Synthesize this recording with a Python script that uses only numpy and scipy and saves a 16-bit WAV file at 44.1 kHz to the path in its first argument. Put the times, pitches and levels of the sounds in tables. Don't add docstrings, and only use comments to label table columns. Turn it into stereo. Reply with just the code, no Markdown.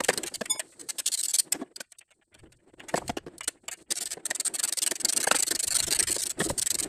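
import sys
import numpy as np
from scipy import signal
from scipy.fft import rfft, irfft
from scipy.io import wavfile
from scipy.ndimage import uniform_filter1d

SR = 44100
rng = np.random.default_rng(int(sys.argv[2]) if len(sys.argv) > 2 else 0)


def dump_mix(stems):
    frames = np.atleast_2d(stems).T
    limited = np.clip(frames, -1, 1)
    pcm = np.round(limited * 32767).astype(np.int16)
    wavfile.write(sys.argv[1], SR, pcm)


N = 303584

# [first t/s, last t/s, strokes, stroke length/s, head level/dB, rattle level/dB, swell first to last/dB]
STROKE_RUNS = [(0.038, 0.179, 4, 0.0098, -23.5, -34, -4), (0.796, 0.983, 3, 0.022, -30.5, -44.5, 12.5),
               (1.062, 1.176, 3, 0.032, -24.5, -45.5, -3), (1.232, 1.386, 4, 0.023, -23.5, -46, 7.5),
               (3.907, 4.106, 5, 0.02, -25, -39, -1.5), (4.256, 4.4, 4, .011, -26, -40, -0.5),
               (4.541, 4.676, 4, 0.022, -24.5, -37, 2), (4.727, 4.863, 4, .016, -23.5, -38.5, 3.5),
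               (4.911, 5, 3, 0.016, -27.5, -39, -8.5), (5.047, 5.204, 5, .015, -22, -36.5, 0),
               (5.23, 5.348, 4, 0.019, -24, -34.5, -1.5), (5.386, 5.673, 8, .017, -22, -38.5, -0.5),
               (5.706, 6.07, 10, .024, -23, -35, 1), (6.106, 6.296, 6, 0.023, -25.5, -41.5, -6.5),
               (6.394, 6.487, 3, 0.036, -27.5, -43, -3.5), (6.579, 6.827, 7, .018, -24, -41.5, -2)]
# [t/s, length/s, head level/dB, rattle level/dB]
TOOL_CLINKS = [(0.002, 0.0041, -30, -61), (0.234, 0.0058, -25, -32), (0.263, .022, -30.5, -38.5),
               (0.341, 0.018, -27.5, -44), (0.456, 0.0068, -33.5, -33.5), (0.595, .009, -24, -29),
               (1.523, 0.0071, -16, -30), (1.761, 0.008, -32, -50), (1.804, .012, -35.5, -54),
               (1.92, 0.0049, -40, -51), (1.986, 0.0068, -40, -65), (2.009, 0.0076, -61, -47.5),
               (2.107, 0.015, -59.5, -55.5), (2.343, 0.0075, -49, -47.5), (2.39, 0.013, -56.5, -56),
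               (2.522, .009, -52.5, -54), (2.797, 0.0056, -49.5, -35), (2.886, 0.013, -36, -36.5),
               (2.958, .025, -30.5, -34.5), (3.079, .006, -29, -39.5), (3.382, 0.0015, -30.5, -68),
               (3.409, 0.0052, -33.5, -30.5), (3.434, .012, -38, -50), (3.479, 0.0071, -19, -35.5),
               (3.682, 0.0048, -27, -28), (3.714, 0.027, -34, -39.5), (4.451, .03, -23.5, -40)]
# [f/Hz, relative level/dB]
HEAD_SPECTRUM = [(2000, -41.5), (3000, -11.5), (3700, -9), (4300, -2), (5000, -6.5), (5600, -7), (7000, -4),
                 (7900, 2), (8800, 2), (10200, -10), (14200, -17), (14600, -43.5)]
# [f/Hz, added level/dB]
FIRST_BOLT_TILT = [(3000, 3), (4600, 2), (7000, 1), (13000, 1.5)]
# [f/Hz, relative level/dB]
RATTLE_SPECTRUM = [(60, -27.5), (400, -9), (650, -1), (950, -3.5), (1700, 2.5), (2800, 3), (3500, -4.5),
                   (5000, -28.5), (14000, -42), (15500, -61.5)]
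# [t/s, contact length/s, thud level/dB, clank level before trim/dB]
ENGINE_KNOCKS = [(0.002, 0.0051, -18.5, -22), (0.088, 0.004, -12, -13.5), (0.098, 0.0098, -26, -20),
                 (0.131, 0.013, -35, -41), (0.411, 0.0078, -25.5, -26), (0.819, 0.054, -51, -62.5),
                 (1.541, .014, -36, -38), (1.615, 0.018, -29.5, -45.5), (1.804, 0.0064, -37.5, -25.5),
                 (2.45, 0.029, -53.5, -77), (2.941, 0.0052, -13.5, -24), (2.977, 0.0053, -21.5, -29.5),
                 (3.019, 0.0062, -34, -61), (3.095, 0.0087, -24, -27.5), (3.17, 0.013, -29, -28),
                 (3.265, 0.02, -38.5, -46), (3.48, 0.0072, -33, -27.5), (4.17, 0.011, -38.5, -48),
                 (4.309, 0.0061, -29.5, -19.5), (4.915, 0.00477, -31, -23.5), (5.273, 0.0037, -17.5, -18),
                 (5.313, 0.0047, -16, -9.5), (5.346, 0.0079, -26.5, -23.5), (5.51, 0.016, -32.5, -29.5),
                 (6.164, 0.0067, -30.5, -36), (6.403, 0.016, -22.5, -22.5), (6.453, 0.021, -29, -51),
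                 (6.5, 0.0072, -22, -32)]
# [f/Hz, relative level/dB]
LOW_THUD_SPECTRUM = [(30, -33), (170, -3.5), (350, 3), (450, -4), (1500, -54)]
HIGH_THUD_SPECTRUM = [(250, -34), (490, 0), (600, -3.5), (710, -2.5), (850, -8.5), (1100, -10.5),
                      (3000, -60.5), (15000, -81.5)]
CLANK_SPECTRUM = [(900, -33.5), (1100, -7.5), (1400, -4), (1680, 0), (1850, 1), (2150, -7.5), (3300, -11),
                  (8000, -18.5), (14000, -31.5), (15500, -61)]
# [start t/s, end t/s, hiss level/dB]
TOOL_SLIDES = [(0, .58, -58.5), (.6, 1.48, -60), (2.88, 3.13, -57.5), (3.77, 3.83, -60.5), (6.5, 6.58, -50)]
# [t/s, level/dB]
LOOSE_SOCKET_TAPS = [(2.797, -44), (3.17, -39.5), (3.409, -35.5), (3.436, -37)]
# [f/Hz, relative level/dB, t60/s]
SOCKET_MODES = [(2930, -2, 0.081), (5300, -10.5, .045), (6850, -9, 0.057)]
# [f/Hz, relative level/dB, t60/s]
CHIME_MODES = [(870, -23, .3), (1020, -21.5, 0.17), (2216, -22.5, 0.75), (3528, -6, 0.07),
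               (5060, -10.5, 0.16), (6880, -1, 0.054), (8980, 1.5, 0.034), (11290, -10.5, 0.026),
               (13970, -25.5, .06)]
# [t/s, rustle level before trim and lumps/dB]
RUSTLE_CURVE = [(0.0, -64), (0.21, -50.5), (0.38, -62), (0.69, -60.5), (1.38, -69.5), (1.65, -53),
                (1.88, -92), (2.28, -79.5), (3.05, -56), (3.51, -71), (3.91, -57), (4.16, -54.5),
                (4.46, -61), (4.96, -56), (5.14, -51.5), (5.73, -54.5), (5.96, -52), (6.88, -53.5)]
# [f/Hz, relative level/dB]
RUSTLE_SPECTRUM = [(60, -28.5), (200, -10), (270, -6.5), (345, 0), (430, -9.5), (1100, -19.5), (1800, -22),
                   (3500, -29), (6500, -37), (8300, -26.5), (10500, -40), (14000, -46), (15500, -65.5)]
# [t/s, level before trim and lumps/dB]
RUMBLE_CURVE = [(0, -60), (.35, -64), (1.099, -85), (2.25, -80.5), (2.458, -55.5), (2.65, -77.5),
                (3.051, -48), (3.55, -70.5), (4.9, -82), (5.5, -58.5), (6.1, -49.5), (6.34, -59),
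                (6.48, -41), (6.7, -63), (6.88, -41.5)]
# [f/Hz, relative level/dB]
RUMBLE_SPECTRUM = [(20, -9), (70, -4), (140, -5.5), (600, -50.5)]
# [f/Hz, correlation]
PORT_LIKENESS = [(60, 0.94), (300, 0.6), (600, 0.88), (1150, -0.5), (1700, 0.33), (2600, -0.23),
                 (4000, -0.01), (6000, 0.01)]
# [f/Hz, left minus right level/dB]
PORT_BALANCE = [(500, -2), (1700, -3.5), (2700, 1), (4300, -2), (7100, 2.5), (7950, 9), (8900, -1),
                (12000, 1.5)]
# [f/Hz, level per Hz/dB]
QUIET_THRESHOLD = [(100, -116), (400, -112), (1500, -111), (4000, -112), (8300, -114), (14000, -114)]

TEETH_PER_S = 165
LEAD_S = .005
FIRST_BOLT_END_S = 2.5
STROKE_JITTER_S, STROKE_SPREAD_DB, LENGTH_SPREAD = 0.0012, 2.63, 0.24
RATTLE_SPREAD_DB = -1
SNAP_CHANCE, SNAP_DB, SNAP_CAP_DB = 0.34, 5, -17
EVEN_CONTACT_S, HARD_DB_PER_HALVING = 0.011, 8.5
DRAG_DB = -33.5
HISS_FLOOR_DB = -74
CHIME_S, CHIME_DAMPED_S, CHIME_DB = 0.495, .594, -20
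CUTOFF_HZ, FULL_SCALE = 15600, .9


def ratchet():
    out = np.zeros((2, N))
    head, rattle = colour(HEAD_SPECTRUM), colour(RATTLE_SPECTRUM)
    first_head = colour([(hz, db + read(FIRST_BOLT_TILT, hz)) for hz, db in HEAD_SPECTRUM])
    worked = strokes()
    for s, length, head_db, rattle_db in worked + list(TOOL_CLINKS):
        steel = first_head if s < FIRST_BOLT_END_S else head
        clicks = pawl(length)
        bright = ring(scatter(clicks, t60=0.016, direct=0.53), steel)
        add(out, s - LEAD_S, at_level(bright, head_db, length))
        body = ring(scatter(clicks, t60=0.052, direct=0.46), rattle)
        add(out, s - LEAD_S, at_level(body, rattle_db, length))

    for s, length, head_db, _ in worked:
        luck, place = rng.random(2)
        snap_db = min(head_db + SNAP_DB, SNAP_CAP_DB)
        snap = at_level(ring(scatter(np.ones(1), t60=.014, direct=.9), head), snap_db, .002)
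        add(out, s + place * length, snap * (luck < SNAP_CHANCE))
    return out


def strokes():
    rows = []
    for first, last, count, length, head_db, rattle_db, swell_db in STROKE_RUNS:
        for along in np.linspace(0, 1, round(count)):
            late, strong, long, loose = rng.standard_normal(4)
            s = first + along * (last - first) + STROKE_JITTER_S * late
            stretch = np.exp(LENGTH_SPREAD * long)
            effort_db = swell_db * (along - .5) + STROKE_SPREAD_DB * strong
            effort_db -= 10 * np.log10(stretch)
            loose_db = RATTLE_SPREAD_DB * loose
            rows.append((s, length * stretch, head_db + effort_db, rattle_db + effort_db + loose_db))
    return rows


def pawl(length, grit=0.26, rebound=0.35, rebound_s=0.0015, uneven_db=2.0, count=12):
    clicks = grit * chatter(length, per_s=2200, spread_db=6.5)
    pace = TEETH_PER_S * amp(1.6 * rng.standard_normal())
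    teeth = LEAD_S + np.arange(count) / pace
    sizes = amp(uneven_db * rng.standard_normal(count))
    sizes[0] = 1.0
    for delay, share in ((0, 1), (rebound_s, rebound)):
        at = ((teeth + delay * (.5 + rng.random(count))) * SR).astype(int)
        inside = at < len(clicks)
        clicks[at[inside]] += share * sizes[inside]
    return clicks


def knocks(clank_trim_db=-2.0, settle=0.51):
    out = np.zeros((2, N))
    low, high, clank = colour(LOW_THUD_SPECTRUM), colour(HIGH_THUD_SPECTRUM), colour(CLANK_SPECTRUM)
    for s, length, thud_db, clank_db in ENGINE_KNOCKS:
        blow = settle * chatter(length, per_s=1200, spread_db=3.5)
        blow[int(LEAD_S * SR)] = 1
        hard_db = HARD_DB_PER_HALVING * np.log2(EVEN_CONTACT_S / length)
        upper = 1 / (1 + amp(-2 * hard_db))
        low_thud = at_level(ring(scatter(blow, t60=0.033, direct=0.77), low), thud_db, length)
        high_thud = at_level(ring(scatter(blow, t60=0.024, direct=0.89), high), thud_db, length)
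        thud = np.sqrt(1 - upper) * low_thud + np.sqrt(upper) * high_thud
        handle = ring(scatter(blow, t60=0.017, direct=0.16), clank)
        add(out, s - LEAD_S, thud + at_level(handle, clank_db + clank_trim_db, length))
    return out


def drag(lumps_db=4, lumps_per_s=70, overrun_s=.02):
    t = np.arange(N) / SR
    gain = np.full(N, amp(HISS_FLOOR_DB))
    turning = [(first, last + overrun_s, head_db + DRAG_DB)
               for first, last, _, _, head_db, _, _ in STROKE_RUNS]
    for start, end, db in turning + list(TOOL_SLIDES):
        moving = (t > start) & (t < end)
        gain[moving] += amp(db) * signal.windows.tukey(moving.sum(), .1)
    rub = at_level(ring(rng.standard_normal((2, N)), colour(HEAD_SPECTRUM))[:, :N], 0, N / SR)
    return rub * gain * amp(lumps_db * wander(t, lumps_per_s))


def socket(size=5000):
    out = np.zeros((2, N))
    t = np.arange(size) / SR
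    for s, tap_db in LOOSE_SOCKET_TAPS:
        for hz, db, t60 in SOCKET_MODES:
            decay = amp(tap_db + db - 60 * t / t60)
            add(out, s, decay * np.sin(2 * np.pi * (hz * t + rng.random((2, 1)))))
    return out


def chime(swell_s=0.018, linger_db=-27, waver_db=3, waver_per_s=120, waver_rad=0.98):
    t = np.arange(int((CHIME_DAMPED_S - CHIME_S) * SR)) / SR
    shape = np.minimum(t / swell_s, 1) ** 0.88 * signal.windows.tukey(len(t), .1)
    out = np.zeros((2, len(t)))
    for hz, db, t60 in CHIME_MODES:
        decay = amp(db - 60 * np.maximum(t - swell_s, 0) / t60) + amp(db + linger_db)
        phase = 2 * np.pi * (hz * t + rng.random()) + waver_rad * wander(t, waver_per_s)
        phase = phase + np.array([[0], [1]])
        out += decay * amp(waver_db * wander(t, waver_per_s)) * np.sin(phase)
    return amp(CHIME_DB) * shape * out


def fidget(db=-64, spread_db=4, length=0.016, count=80):
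    out, rattle = np.zeros((2, N)), colour(RATTLE_SPECTRUM)
    for k in range(count):
        contacts = chatter(length, per_s=970, spread_db=3.5)
        tick = ring(scatter(contacts, t60=0.042, direct=0.54), rattle)
        s = (k + rng.random()) / count * N / SR
        add(out, s, at_level(tick, db + spread_db * rng.standard_normal(), length))
    return out


def shuffle(spectrum, curve, trim_db, lumps_db, lumps_per_s, biggest=2.4):
    t = np.arange(N) / SR
    noise = at_level(ring(rng.standard_normal((2, N)), colour(spectrum))[:, :N], 0, N / SR)
    lumps = np.minimum(wander(t, lumps_per_s), biggest)
    return noise * amp(np.interp(t, *np.transpose(curve)) + trim_db + lumps_db * lumps)


def bay(x, t60=0.21, size=9000):
    t = np.arange(size) / SR
    tail = rng.standard_normal((2, size)) * amp(-60 * t / t60)
    tail /= np.linalg.norm(tail, axis=1, keepdims=True)
    return signal.fftconvolve(x, tail, axes=1)[:, :N]


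def chatter(length, per_s, spread_db, size=4096):
    t = np.arange(size) / SR
    struck = rng.random(size) < per_s / SR
    contacts = struck * rng.choice([-1, 1], size) * amp(spread_db * rng.standard_normal(size))
    build = np.minimum(t / LEAD_S, 1) ** 2
    return (contacts * build)[t < LEAD_S + max(length, .002)]


def scatter(clicks, t60, direct, size=2000):
    t = np.arange(size) / SR
    cloud = rng.standard_normal((2, size)) * amp(-60 * t / t60)
    cloud /= np.linalg.norm(cloud, axis=1, keepdims=True)
    cloud[0, 0] += direct
    cloud[1, rng.integers(2, 20)] += direct
    return signal.fftconvolve(clicks[None], cloud, axes=1)


def colour(points, size=2048):
    hz = np.fft.rfftfreq(size, 1 / SR)
    alike = np.clip(read(PORT_LIKENESS, hz), -.95, .95)
    gain = amp(read(points, hz) + np.outer([.5, -.5], read(PORT_BALANCE, hz)))
    log_gain = np.log(gain * np.sqrt([[1 + alike], [1 - alike]]) + 1e-6)
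    cepstrum = irfft(log_gain)
    cepstrum[..., 1:size // 2] *= 2
    cepstrum[..., size // 2 + 1:] = 0
    taps = irfft(np.exp(rfft(cepstrum)))[..., :size // 2]
    taps[1, 1] *= -1
    return taps


def ring(drive, taps):
    return signal.fftconvolve(drive[:, None], taps, axes=2).sum(0)


def wander(t, per_s, size=1000):
    return np.interp(t * per_s, np.arange(size), rng.standard_normal(size))


def at_level(sound, db, length):
    energy = np.mean(np.sum(sound ** 2, -1)) + 1e-20
    return sound * amp(db) * np.sqrt(length * SR / energy)


def add(mix, s, sound):
    part = mix[:, max(0, round(s * SR)):][:, :sound.shape[1]]
    part += sound[:, :part.shape[1]]


def read(points, hz):
    f, value = np.transpose(points)
    return np.interp(np.log(hz + 1), np.log(f + 1), value)


def amp(db):
    return 10 ** (np.asarray(db) / 20)


def scene(bay_db=-24):
    tool = ratchet() + knocks() + drag() + socket()
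    add(tool, CHIME_S, chime())
    rustle = shuffle(RUSTLE_SPECTRUM, RUSTLE_CURVE, trim_db=1.5, lumps_db=10.0, lumps_per_s=50)
    rumble = shuffle(RUMBLE_SPECTRUM, RUMBLE_CURVE, trim_db=-0.5, lumps_db=5, lumps_per_s=32)
    return tool + amp(bay_db) * bay(tool) + rustle + rumble + fidget()


def record(dry, depth_db=-11, size=256):
    hz, _, z = signal.stft(dry, SR, nperseg=size, scaling="psd")
    power = (abs(z) ** 2).mean(0)
    power = uniform_filter1d(power, size=3, axis=0)
    power = uniform_filter1d(power, size=3, axis=1).clip(0)
    threshold = amp(read(QUIET_THRESHOLD, hz))[:, None] ** 2
    shut = 1 / (1 + power / threshold)
    clean = signal.istft(z * amp(depth_db * shut), SR, nperseg=size, scaling="psd")[1][:, :N]
    clean = np.clip(clean, -FULL_SCALE, FULL_SCALE)
    low_pass = signal.firwin(255, CUTOFF_HZ, window=("kaiser", 9), fs=SR)
    return signal.oaconvolve(clean, low_pass[None], "same", axes=1)


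dry = scene()
out = record(dry)
dump_mix(out)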